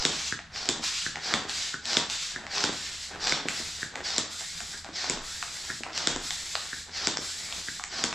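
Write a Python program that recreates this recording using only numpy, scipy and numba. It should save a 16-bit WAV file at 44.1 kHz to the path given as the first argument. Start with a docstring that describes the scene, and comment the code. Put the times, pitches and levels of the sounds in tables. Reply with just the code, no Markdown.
"""A whoosh breaking off in a knock comes first, over a low drone: a plastic hand pump empties a storage bag on
a table in a small, bare room. Pushes drive noise through a lengthening tube and end in impulsive knocks; pulls
hiss through the bag's valve as filtered noise, most ending in a hollow resonant plock. Filtered clicks make the
snaps of rod, film and valve, the creasing and some soft low thumps. Echoes and a dense decaying tail form the
room; a low, uneven sine sways the table."""
import sys
import numpy as np
from scipy import signal
from scipy.fft import rfft, irfft, next_fast_len
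from scipy.io import wavfile
from numba import njit

SR = 44100
rng = np.random.default_rng(int(sys.argv[2]) if len(sys.argv) > 2 else 0)


def int16_out(signal):
    """Quantize to a 16-bit WAV file."""
    q = np.round(np.clip(np.atleast_2d(signal).T, -1, 1) * 32767)
    wavfile.write(sys.argv[1], SR, q.astype(np.int16))


N = 358974

# All levels in these tables are relative to one another; some sources also add an overall level.
# the piston goes down until its knock: start_s, rise_s (time to nearly full speed), level_db
PUSH_STROKES = [(-0.07, 0.051, -30), (0.51, 0.063, -34), (1.19, 0.077, -30), (1.82, 0.098, -27.5),
                (2.48, 0.094, -29), (3.184, 0.062, -29), (4.025, 0.039, -30.5), (4.915, 0.064, -31),
                (5.915, 0.057, -32), (6.9, 0.085, -30.5), (7.875, 0.09, -31)]
# the piston goes up: start_s, length_s, level_db, sag_db (loss of level by the end)
PULL_STROKES = [(0.101, 0.19, -33, 1), (0.811, 0.26, -29, 6), (1.471, 0.22, -32.5, 2),
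                (2.083, 0.23, -32.5, 5), (2.704, .35, -36.5, 2), (3.46, 0.38, -35, 7),
                (4.277, 0.5, -39.5, 1.5), (5.203, .57, -39, 0.7), (6.188, 0.62, -37, 3.5),
                (7.184, 0.59, -36.5, 3)]
# the piston hits the bottom and presses the pump into the film:
# time_s, energy_db, tilt_db_per_octave, crease_db (level of the creasing)
BOTTOM_KNOCKS = [(0.0522, 6.5, 0, -41), (0.6898, 5, 2.5, -41), (1.3393, 5, -4.5, -37.5),
                 (1.97, 7, -1.7, -39.5), (2.64, 4, -2.5, -37.5), (3.323, 3.5, -8, -37),
                 (4.1818, 4, 3.5, -44.5), (5.0984, 2, 3.5, -40), (6.0727, 5, 0.5, -38.5),
                 (7.0719, 4.5, 0, -41.5), (8.0397, 3.5, 1, -40)]
# the piston reaches the top and the barrel's air rings: time_s, energy_db, pitch_hz
TOP_PLOCKS = [(0.3245, -0.5, 1614), (1.0641, -4, 1680), (1.742, -6, 1520), (2.3616, -7, 1630),
              (3.83, -3, 1680), (4.744, -17, 1660), (5.7018, -7, 1670), (6.7307, -9, 1650),
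              (7.6851, -7.5, 1700)]
# snaps of the rod and the film, and of the valve opening as some pulls begin: # time_s, energy_db, ring_hz,
# tilt_db_per_octave
PLASTIC_SNAPS = [(0.391, -12, 2210, -7.5), (0.5612, -12, 3020, -5), (1.1577, -6.5, 1830, -2),
                 (1.4958, -6, 4000, -2), (1.8555, -8, 4000, 0), (2.0998, -6, 4000, -1),
                 (2.4671, -10, 1860, -5.5), (2.5749, -5.5, 2580, -9), (2.606, -6.5, 1397, -1),
                 (3.271, -2, 4670, -4), (3.2799, -5.5, 780, -0.5), (3.4859, -0.3, 2140, 0.5),
                 (3.9566, -8.5, 2000, 2), (4.409, -12.5, 700, 2), (4.605, -12, 1556, 1.5),
                 (4.846, -15.5, 1330, 0), (5.043, -6, 970, -3), (5.4272, -4, 1440, 1),
                 (5.8351, -7, 2570, -3), (5.8646, -10, 860, -18), (5.9776, -3.5, 2980, 6),
                 (6.162, -6.5, 920, 1), (6.3073, -3.5, 1960, 1.5), (6.554, 0.5, 3940, -8),
                 (7.172, -1.5, 5460, -5.5), (7.5256, -7.0, 3400, -3), (7.797, -10.5, 1360, -7),
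                 (7.8389, -6, 1870, 0), (8.1284, -5.5, 1010, -1.5)]
# low, soft thumps: time_s, energy_db
LOW_THUMPS = [(0.099, -11), (0.712, -16), (0.796, -14), (1.452, -11), (2.694, -5.5), (3.161, -20),
              (3.456, -6), (3.601, -14), (4.891, -15), (5.807, -15.5), (6.162, -8.5), (7.189, -10.5)]
# the film creases as the pump leans over: time_s, level_db, spread_s (standard deviation)
FILM_CREASES = [(1.172, -40, .015), (2.421, -45.5, 0.053), (3.146, -42, 0.033), (3.553, -46, 0.085),
                (3.983, -39, 0.032), (4.885, -42.5, 0.019), (5.19, -45, .035), (5.706, -46.5, 0.021),
                (5.885, -43.5, 0.028), (6.888, -49, 0.018), (7.508, -49.5, .04)]
# the table sways under the weight of a push: time_s, level_db
TABLE_SWAYS = [(3.3, -51), (5.21, -45.5), (6.18, -46)]
# how tight the bag is, which sharpens the hiss: time_s, tightness (share 0-1)
BAG_TIGHTNESS = [(0, 0.08), (2.5, 0.2), (4.5, 1), (8.1, 0.98)]
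# spectrum of the valve's hiss on a slack bag: frequency_hz, level_db
SLACK_HISS_SPECTRUM = [(150, -59), (500, -33), (1000, -9), (1800, -5), (2700, 0), (3500, 0.5), (4900, 3),
                       (6400, -1.5), (7700, -3), (8700, -19), (10000, -21), (11200, -36), (12300, -30),
                       (15000, -50)]
# spectrum of the valve's hiss on a tight bag: frequency_hz, level_db
TIGHT_HISS_SPECTRUM = [(150, -49), (500, -31), (1100, -53), (2000, -4.5), (2800, -7), (3600, -0.5),
                       (4900, 1.5), (6300, -2.5), (7700, -0.5), (8700, -14.5), (10100, -14), (11200, -23.5),
                       (12300, -20), (15000, -34)]
# spectrum of air rushing into the barrel: frequency_hz, level_db
WHOOSH_SPECTRUM = [(120, -32.5), (300, -14), (750, 1), (1100, -9.5), (1550, -5), (2700, -3.5), (3900, 1),
                   (4600, 5.5), (5800, 2.5), (6400, -5.5), (7700, -7), (8700, -24.5), (12300, -34),
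                   (15000, -48)]
# spectrum of plastic touching plastic: frequency_hz, level_db
CONTACT_SPECTRUM = [(150, -47.5), (700, -0.5), (1400, -3.5), (5000, -2.5), (7700, -3), (8700, -20),
                    (11000, -32), (15000, -43)]
# spectrum of a knock's crack straight ahead: frequency_hz, level_db
CRACK_SPECTRUM = [(150, -47), (700, -27), (1100, -10.5), (1520, 6), (1850, -4.5), (2200, 3.5), (2800, -5),
                  (3500, 4), (4400, -4.5), (5300, 1.5), (6200, -4.5), (7300, 4), (8700, -17), (15000, -84)]
# spectrum of a dull blow: frequency_hz, level_db
THUD_SPECTRUM = [(40, -36), (150, -1.5), (280, 2), (440, -2), (700, -7.5), (1400, -32.5), (4000, -75)]
# spectrum of the rubbing and creasing film: frequency_hz, level_db
FILM_SPECTRUM = [(60, -18), (170, -0.5), (400, 0), (600, 2), (800, 3.5), (1150, -1), (1600, 2.5),
                 (2800, -7.5), (7500, -17), (10000, -39)]
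# spectrum of the house's drone: frequency_hz, level_db
DRONE_SPECTRUM = [(20, -1.5), (45, 0), (65, 3), (82, -0.5), (105, -7), (170, -0.5), (300, -21.5),
                  (550, -31), (1500, -7.5), (7000, -33), (10000, -37), (15000, -73)]
# colour the walls give the room tail: frequency_hz, level_db
WALL_COLOUR = [(60, -2.5), (200, 2.5), (700, -7), (1100, -1), (1700, -4), (2700, -3), (3600, -0.5),
               (5000, -3), (7500, 1.5), (14000, 4)]
# left-right difference of the room tail: frequency_hz, side_db
TAIL_WIDTH = [(100, -20), (500, -12.5), (1100, -14.5), (2200, -9.5), (4500, -9.5), (8000, -10),
              (14000, 3.5)]
# decay of the room: frequency_hz, t60_s
ROOM_DECAY = [(150, 0.39), (600, 0.29), (1700, 0.38), (3600, 0.5), (8000, 0.35), (14000, 0.049)]
# first reflections: delay_s, gain
WALL_ECHOES = [(.0027, 0.14), (.0072, 0.045), (0.0107, 0.093), (0.0124, 0.081), (0.019, 0.065)]

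EDGE_HZ = 15300  # upper edge of the sound's band
TAPS = 2048  # length of a click in samples
LEAD_S = .004  # from the start of a contact cluster to its centre
HZ = np.fft.rfftfreq(TAPS, 1 / SR)
TIME = np.arange(N) / SR
# a push eases off as the chamber fills: sag in dB per second of stroke left after the rise;
# its air dies away after the knock
PUSH_SAG_DB_PER_S, PUSH_RELEASE_S = 43, 0.038
# the valve opens at once on a slack bag and slowly on a tight one; the hiss dies as the hand stops
SLACK_ATTACK_S, TIGHT_ATTACK_S, PULL_RELEASE_S = 0.022, 0.054, 0.034
# the film creases most just after each knock: delay and standard deviation of that swell
PRESS_DELAY_S, PRESS_SPREAD_S = 0.021, 0.076


def amp(db):
    """Level as amplitude ratio: decibels to gain."""
    return 10 ** (np.asarray(db) / 20)


def evened(x):
    """Power normalisation: scales to rms 1."""
    return x / np.sqrt(np.mean(x ** 2) + 1e-20)


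def unit(x):
    """Energy normalisation: scales to energy 1."""
    return x / (np.linalg.norm(x) + 1e-12)


def read(points, hz):
    """Interpolation of a spectrum along a log-frequency axis."""
    f, value = np.transpose(points)
    return np.interp(np.log(hz + 1), np.log(f + 1), value)


def add(mix, s, sound):
    """Superposition: mixes a sound in at time s, in seconds."""
    part = mix[max(round(s * SR), 0):][:len(sound)]
    part += sound[:len(part)]


def coloured(x, points):
    """Linear filtering: gives a long signal a spectrum, at rms 1."""
    size = next_fast_len(N)
    gain = amp(read(points, np.fft.rfftfreq(size, 1 / SR)))
    return evened(irfft(rfft(x, size) * gain)[:N])


def impulse(db):
    """Minimum phase: the causal click of energy 1 whose spectrum has the shape db."""
    log_gain = np.log(amp(np.r_[db, db[-2:0:-1]]))
    return unit(np.fft.ifft(np.exp(np.conj(signal.hilbert(log_gain)))).real)


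def wander(hz):
    """Random modulation: straight lines between hz random values a second, at rms 1."""
    knots = rng.standard_normal(N // 20)
    return evened(np.interp(TIME * hz, np.arange(len(knots)), knots))


def grains(per_s, spread_db):
    """Shot noise: random clicks, a few much larger than the rest, at rms 1."""
    size = amp(spread_db * np.minimum(rng.exponential(1, N), 4))
    sign = rng.choice([-1, 1], N)
    return evened(size * sign * (rng.random(N) < per_s / SR))


def chatter(click, chatter_db, chatter_s):
    """Multiple impact: plastic meets plastic in a quick cluster centred LEAD_S after the start."""
    t = TIME[:round(2 * LEAD_S * SR)] - LEAD_S
    contacts = amp(chatter_db) * unit(rng.standard_normal(len(t)) * np.exp(-(t / chatter_s) ** 2))
    contacts[len(t) // 2] += 1  # the main contact
    return unit(signal.fftconvolve(contacts, click))


def resonance_db(hz, width_hz):
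    """Simple resonator: gain of a single resonance, 0 dB at its peak."""
    return -10 * np.log10(1 + ((HZ ** 2 - hz ** 2) / ((HZ + 1) * width_hz)) ** 2)


def resonate(x, hz, width_hz):
    """Time-varying resonator: a resonance that follows the curve hz, at rms 1."""
    turn = np.exp(2j * np.pi * np.cumsum(hz) / SR)
    r = np.exp(-np.pi * width_hz / SR)
    # shift the moving centre down to 0 Hz, resonate there, shift back
    return evened((turn * signal.lfilter([1], [1, -2 * r, r * r], x / turn)).real)


@njit
def tube(x, delay, reflection):
    """Travelling waves: sound runs to and fro in a tube; delay is its changing round trip in samples."""
    y = x.copy()
    for i in range(400, len(x)):
        whole = int(delay[i])
        part = delay[i] - whole
        y[i] += reflection * ((1 - part) * y[i - whole] + part * y[i - whole - 1])
    return y


def ambience(level_db=-54, side_db=-17, hum_hz=82, hum_db=-61, swell_db=2):
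    """Random noise: the low drone of the house, swelling slightly, with a hum wavering in pitch and level."""
    mid, side = (coloured(rng.standard_normal(N), DRONE_SPECTRUM) for _ in range(2))
    drone = mid + amp(side_db) * np.array([side, -side])
    hum = np.sqrt(2) * np.sin(2 * np.pi * hum_hz * TIME + .9 * wander(hz=9)) * amp(2 * wander(hz=8))
    return amp(level_db + swell_db * wander(hz=9.8)) * drone + amp(hum_db) * hum


def tail(colour, onset_s=0.0074):
    """Reverberation: one dense room tail in which each band dies at its own speed."""
    size = SR * 2 // 3
    taps = rng.standard_normal(size) * (rng.random(size) < .12)
    hz, t, z = signal.stft(taps, SR, nperseg=256)
    z = z * amp(read(WALL_COLOUR, hz)[:, None] - 60 * t / read(ROOM_DECAY, hz)[:, None])
    plain = signal.istft(z, SR, nperseg=256)[1]
    tinted = signal.istft(z * amp(read(colour, hz))[:, None], SR, nperseg=256)[1]
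    swell = np.minimum(TIME[:len(plain)] / onset_s, 1) ** 2
    return swell * tinted / np.linalg.norm(swell * plain)


def room(direct, x, wet_db=-4, shift_per_s=9, count=5):
    """Reflection: direct sound, then echoes and a tail of x; both shift as arms and pump move."""
    mid = direct.copy()
    for delay_s, gain in WALL_ECHOES:
        path_s = delay_s + .00015 * wander(hz=3)
        mid += gain * np.interp(TIME - path_s, TIME, x)
    # the sound is passed round between several tails, each fading in and out
    for k in range(count):
        turn = (TIME * shift_per_s + k) % count
        fed = amp(wet_db) * x * np.sin(np.pi / 2 * np.minimum(turn, 2))
        mid += signal.oaconvolve(fed, tail([(0, 0), (SR, 0)]))[:N]
    # the left-right difference keeps one steady tail
    side = signal.oaconvolve(amp(wet_db) * x, tail(TAIL_WIDTH))[:N]
    return np.array([mid + side, mid - side])


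def sways(hz=30, spread_s=0.047):
    """Forced vibration: a few low, uneven swings of the table top."""
    gain = sum(amp(db) * np.exp(-((TIME - s) / spread_s) ** 2 / 2) for s, db in TABLE_SWAYS)
    uneven_hz = hz * (1 + 0.277 * wander(hz=40))
    return gain * np.sqrt(2) * np.sin(2 * np.pi * np.cumsum(uneven_hz) / SR)


def bumps(pitch=1.05):
    """Soft impact: low, soft thumps."""
    out, thud = np.zeros(N), impulse(read(THUD_SPECTRUM, HZ / pitch))
    for s, db in LOW_THUMPS:
        add(out, s, amp(db) * thud)
    return out


def snaps(width_hz=500, ring_db=11, body_db=-17, body_hz=760, body_t60_s=0.12):
    """Buckling: thin plastic ticks with one short ring, and the bag's stiff skin hums on briefly."""
    out, t = np.zeros(N), TIME[:SR // 5]
    for s, db, hz, tilt in PLASTIC_SNAPS:
        ring = 20 * np.log10(1 + amp(ring_db + resonance_db(hz, width_hz)))
        slope = tilt * np.log2(np.clip(HZ, 1200, 8000) / 3000)
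        click = impulse(read(CONTACT_SPECTRUM, HZ) + ring + slope)
        add(out, s - LEAD_S, amp(db) * chatter(click, chatter_db=-4, chatter_s=.001))
        modes_hz = body_hz * rng.uniform(.85, 1.1, size=(4, 1))
        skin = np.sin(2 * np.pi * modes_hz * t).sum(0)
        add(out, s, amp(body_db) * unit(skin * amp(-60 * t / body_t60_s)))
    return out


def handling(flow, rub_db=-58, swell_db=3, rest_db=-14):
    """Friction: hand and rod rub dully, mostly as the piston moves, and the film creases in bursts."""
    moving = evened(np.sqrt(flow)) + amp(rest_db)
    gain = amp(rub_db + swell_db * wander(hz=12)) * moving
    presses = [(s + PRESS_DELAY_S, db, PRESS_SPREAD_S) for s, _, _, db in BOTTOM_KNOCKS]
    for s, db, spread_s in presses + list(FILM_CREASES):
        burst = np.exp(-np.minimum(((TIME - s) / spread_s) ** 2 / 2, 20))
        gain = np.hypot(gain, amp(db) * burst)
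    return gain * coloured(grains(per_s=700, spread_db=3.0), FILM_SPECTRUM)


def seal(flow, level_db=-56, swell_db=4, centre_hz=1780, spread_hz=420):
    """Sliding friction: the seal rubs in the barrel, soft and hollow, and comes and goes."""
    peak = [(centre_hz - spread_hz, -10), (centre_hz, 0), (centre_hz + spread_hz, -6)]
    hollow = [(500, -35), *peak, (3200, -22), (9000, -50)]
    rub = coloured(rng.standard_normal(N), hollow)
    return rub * amp(level_db + swell_db * wander(hz=16)) * evened(flow ** 0.61)


def barrel(down, up, bottom_hz=1100, top_hz=2400, rise_share=0.537, fall_s=0.152, width_hz=380,
           push_db=-14, pull_db=-56, fade_db=30):
    """Air-column resonance: the lowest note climbs on pulls, fading near the top, and sinks on pushes."""
    climb = np.zeros(N)
    for start, length, *_ in PULL_STROKES:
        risen = np.clip((TIME - start) / (rise_share * length), 0, 10)
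        climb = np.where(TIME >= start, risen, climb)
    bottoms = np.array(BOTTOM_KNOCKS)[:, 0]
    index = np.minimum(np.searchsorted(bottoms + fall_s, TIME), len(bottoms) - 1)
    time_left = bottoms[index] - TIME

    def note(height):
        """Resonant pitch: noise rings higher as the piston stands higher (0-1)."""
        hz = bottom_hz * (top_hz / bottom_hz) ** np.clip(height, 0, 1)
        return resonate(rng.standard_normal(N), hz, width_hz)

    drive = evened(np.sqrt(up)) * amp(-fade_db * np.maximum(climb - 1, 0))
    return amp(pull_db) * drive * note(climb) + amp(push_db) * down * note(time_left / fall_s)


def plocks(width_hz=400, thud_db=-10, thud_delay_s=0.001, gasp_db=-12, gasp_s=0.01):
    """Air-column release: at the top the seal lets air slip past for a moment, and the barrel pops."""
    out, t = np.zeros(N), TIME[:SR // 5] - .1
    thud = impulse(read(THUD_SPECTRUM, HZ * 1.43))  # lower than a knock's thud
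    for s, db, hz in TOP_PLOCKS:
        pop = impulse(2 * resonance_db(hz, width_hz).clip(-14) + read(CONTACT_SPECTRUM, HZ))
        add(out, s, amp(db) * pop)
        # the gasp of air swells before the pop and dies after it
        gasp = signal.fftconvolve(rng.standard_normal(len(t)) * np.exp(-abs(t) / gasp_s), pop)
        add(out, s + t[0], amp(gasp_db) * unit(gasp))
        add(out, s + thud_delay_s, amp(db + thud_db) * thud)
    return out


def knocks(thud_db=-9, thud_delay_s=0.0023, ring_db=-9, ring_t60_s=0.21, ring_hz=3500,
           ring_width_hz=400, damping_db=-4, around_db=-2, around_tilt=0.61):
    """Impact: a crack, a thud through the foot and a thin after-ring that is weaker on a tight bag.
    Returns what goes straight ahead and what spreads into the room."""
    ahead, around, body = np.zeros(N), np.zeros(N), np.zeros(N)
    t = TIME[:SR // 2]
    band = 1 / (1 + ((np.fft.rfftfreq(SR, 1 / SR) - ring_hz) / ring_width_hz) ** 4)
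    for s, db, tilt, _ in BOTTOM_KNOCKS:
        slope = tilt * np.log2(np.clip(HZ, 1200, 7000) / 3000)
        click = impulse(read(CRACK_SPECTRUM, HZ) + slope)
        add(ahead, s - LEAD_S, amp(db) * chatter(click, chatter_db=0, chatter_s=.0007))
        # summed over all directions, the crack's peaks and dips even out
        diffuse = impulse(read(CONTACT_SPECTRUM, HZ) + around_tilt * slope)
        add(around, s, amp(db + around_db) * diffuse)
        add(body, s + thud_delay_s, amp(db + thud_db) * impulse(read(THUD_SPECTRUM, HZ)))
        ring = irfft(rfft(rng.standard_normal(SR)) * band)[:len(t)] * amp(-60 * t / ring_t60_s)
        damped_db = damping_db * np.interp(s, *np.transpose(BAG_TIGHTNESS))
        add(body, s, amp(db + ring_db + damped_db) * unit(ring))
    return ahead + body, around + body


def stroke(start, end, attack, sag_db, release, steepness=5.8):
    """Flow envelope: the air gathers speed, sags until the piston stops, then dies away."""
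    rise = .5 + .5 * np.tanh(steepness / 2 * ((TIME - start) / attack - .5))
    done = np.clip((TIME - start) / (end - start), 0, 1)
    return rise * amp(-sag_db * done) * np.exp(-np.clip((TIME - end) / release, 0, 20))


def pull_flow():
    """Suction flow of all the pulls; it starts more slowly as the bag tightens."""
    gain = np.zeros(N)
    for start, length, db, sag_db in PULL_STROKES:
        tight = np.interp(start, *np.transpose(BAG_TIGHTNESS))
        attack = np.interp(tight, [0, 1], [SLACK_ATTACK_S, TIGHT_ATTACK_S])
        gain += amp(db) * stroke(start, start + length, attack, sag_db, PULL_RELEASE_S)
    return gain


def pull(flow, flutter_db=1.5, level_db=-2, crinkle_db=-17, long_trip_s=0.00131,
         short_trip_s=0.000473, reflection=0.092):
    """Jet noise: air is sucked through the valve; the shrinking chamber's resonances rise."""
    tight = np.clip(np.interp(TIME, *np.transpose(BAG_TIGHTNESS)), 0, 1)
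    ends = np.ravel([(start, start + length) for start, length, *_ in PULL_STROKES])
    trip_s = np.interp(TIME, ends, np.tile([long_trip_s, short_trip_s], len(PULL_STROKES)))
    slack_jet, tight_jet = (coloured(tube(rng.standard_normal(N), trip_s * SR, reflection), shape)
                            for shape in (SLACK_HISS_SPECTRUM, TIGHT_HISS_SPECTRUM))
    jet = np.sqrt(1 - tight) * slack_jet + np.sqrt(tight) * tight_jet
    jet = jet * amp(flutter_db * wander(hz=49.8))
    crinkle = amp(crinkle_db) * coloured(grains(per_s=83, spread_db=11), CONTACT_SPECTRUM)  # of the film
    return amp(level_db) * (jet + crinkle) * flow


def push_flow():
    """Inflow of all the pushes; each dies away from its knock on."""
    gain = np.zeros(N)
    for (start, rise, db), (end, *_) in zip(PUSH_STROKES, BOTTOM_KNOCKS):
        sag_db = PUSH_SAG_DB_PER_S * (end - start - rise)
        gain += amp(db) * stroke(start, end, rise, sag_db, PUSH_RELEASE_S)
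    return gain


def push(flow, short_trip_s=0.00043, long_trip_s=0.00111, travel_s=0.185, reflection=0.34,
         scrape_db=-9, flutter_db=1, level_db=-1):
    """Flow noise in a tube: air fills the lengthening chamber above the piston; its resonances fall."""
    bottoms = np.array(BOTTOM_KNOCKS)[:, 0]
    index = np.minimum(np.searchsorted(bottoms + 0.062, TIME), len(bottoms) - 1)
    trip_s = np.interp(bottoms[index] - TIME, [0, travel_s], [long_trip_s, short_trip_s])
    air = rng.standard_normal(N) + amp(scrape_db) * grains(per_s=260, spread_db=11.5)
    air = tube(air, trip_s * SR, reflection)
    return coloured(air, WHOOSH_SPECTRUM) * flow * amp(level_db + flutter_db * wander(hz=88.3))


def scene():
    """Superposition of sources: the pump and the bag, straight ahead in the room."""
    down, up = push_flow(), pull_flow()
    rubbing = handling(down + up) + seal(down + up)
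    air = barrel(down, up) + pull(up) + push(down)
    pump = bumps() + snaps() + rubbing + plocks() + air
    knock_ahead, knock_around = knocks()
    return ambience() + sways() + room(pump + knock_ahead, pump + knock_around)


def record(dry):
    """Band limitation: a low-pass filter takes away what lies above EDGE_HZ."""
    low_pass = signal.firwin(255, EDGE_HZ, window=("kaiser", 9), fs=SR)
    return signal.oaconvolve(dry, low_pass[None], "same")


dry = scene()
out = record(dry)
int16_out(out)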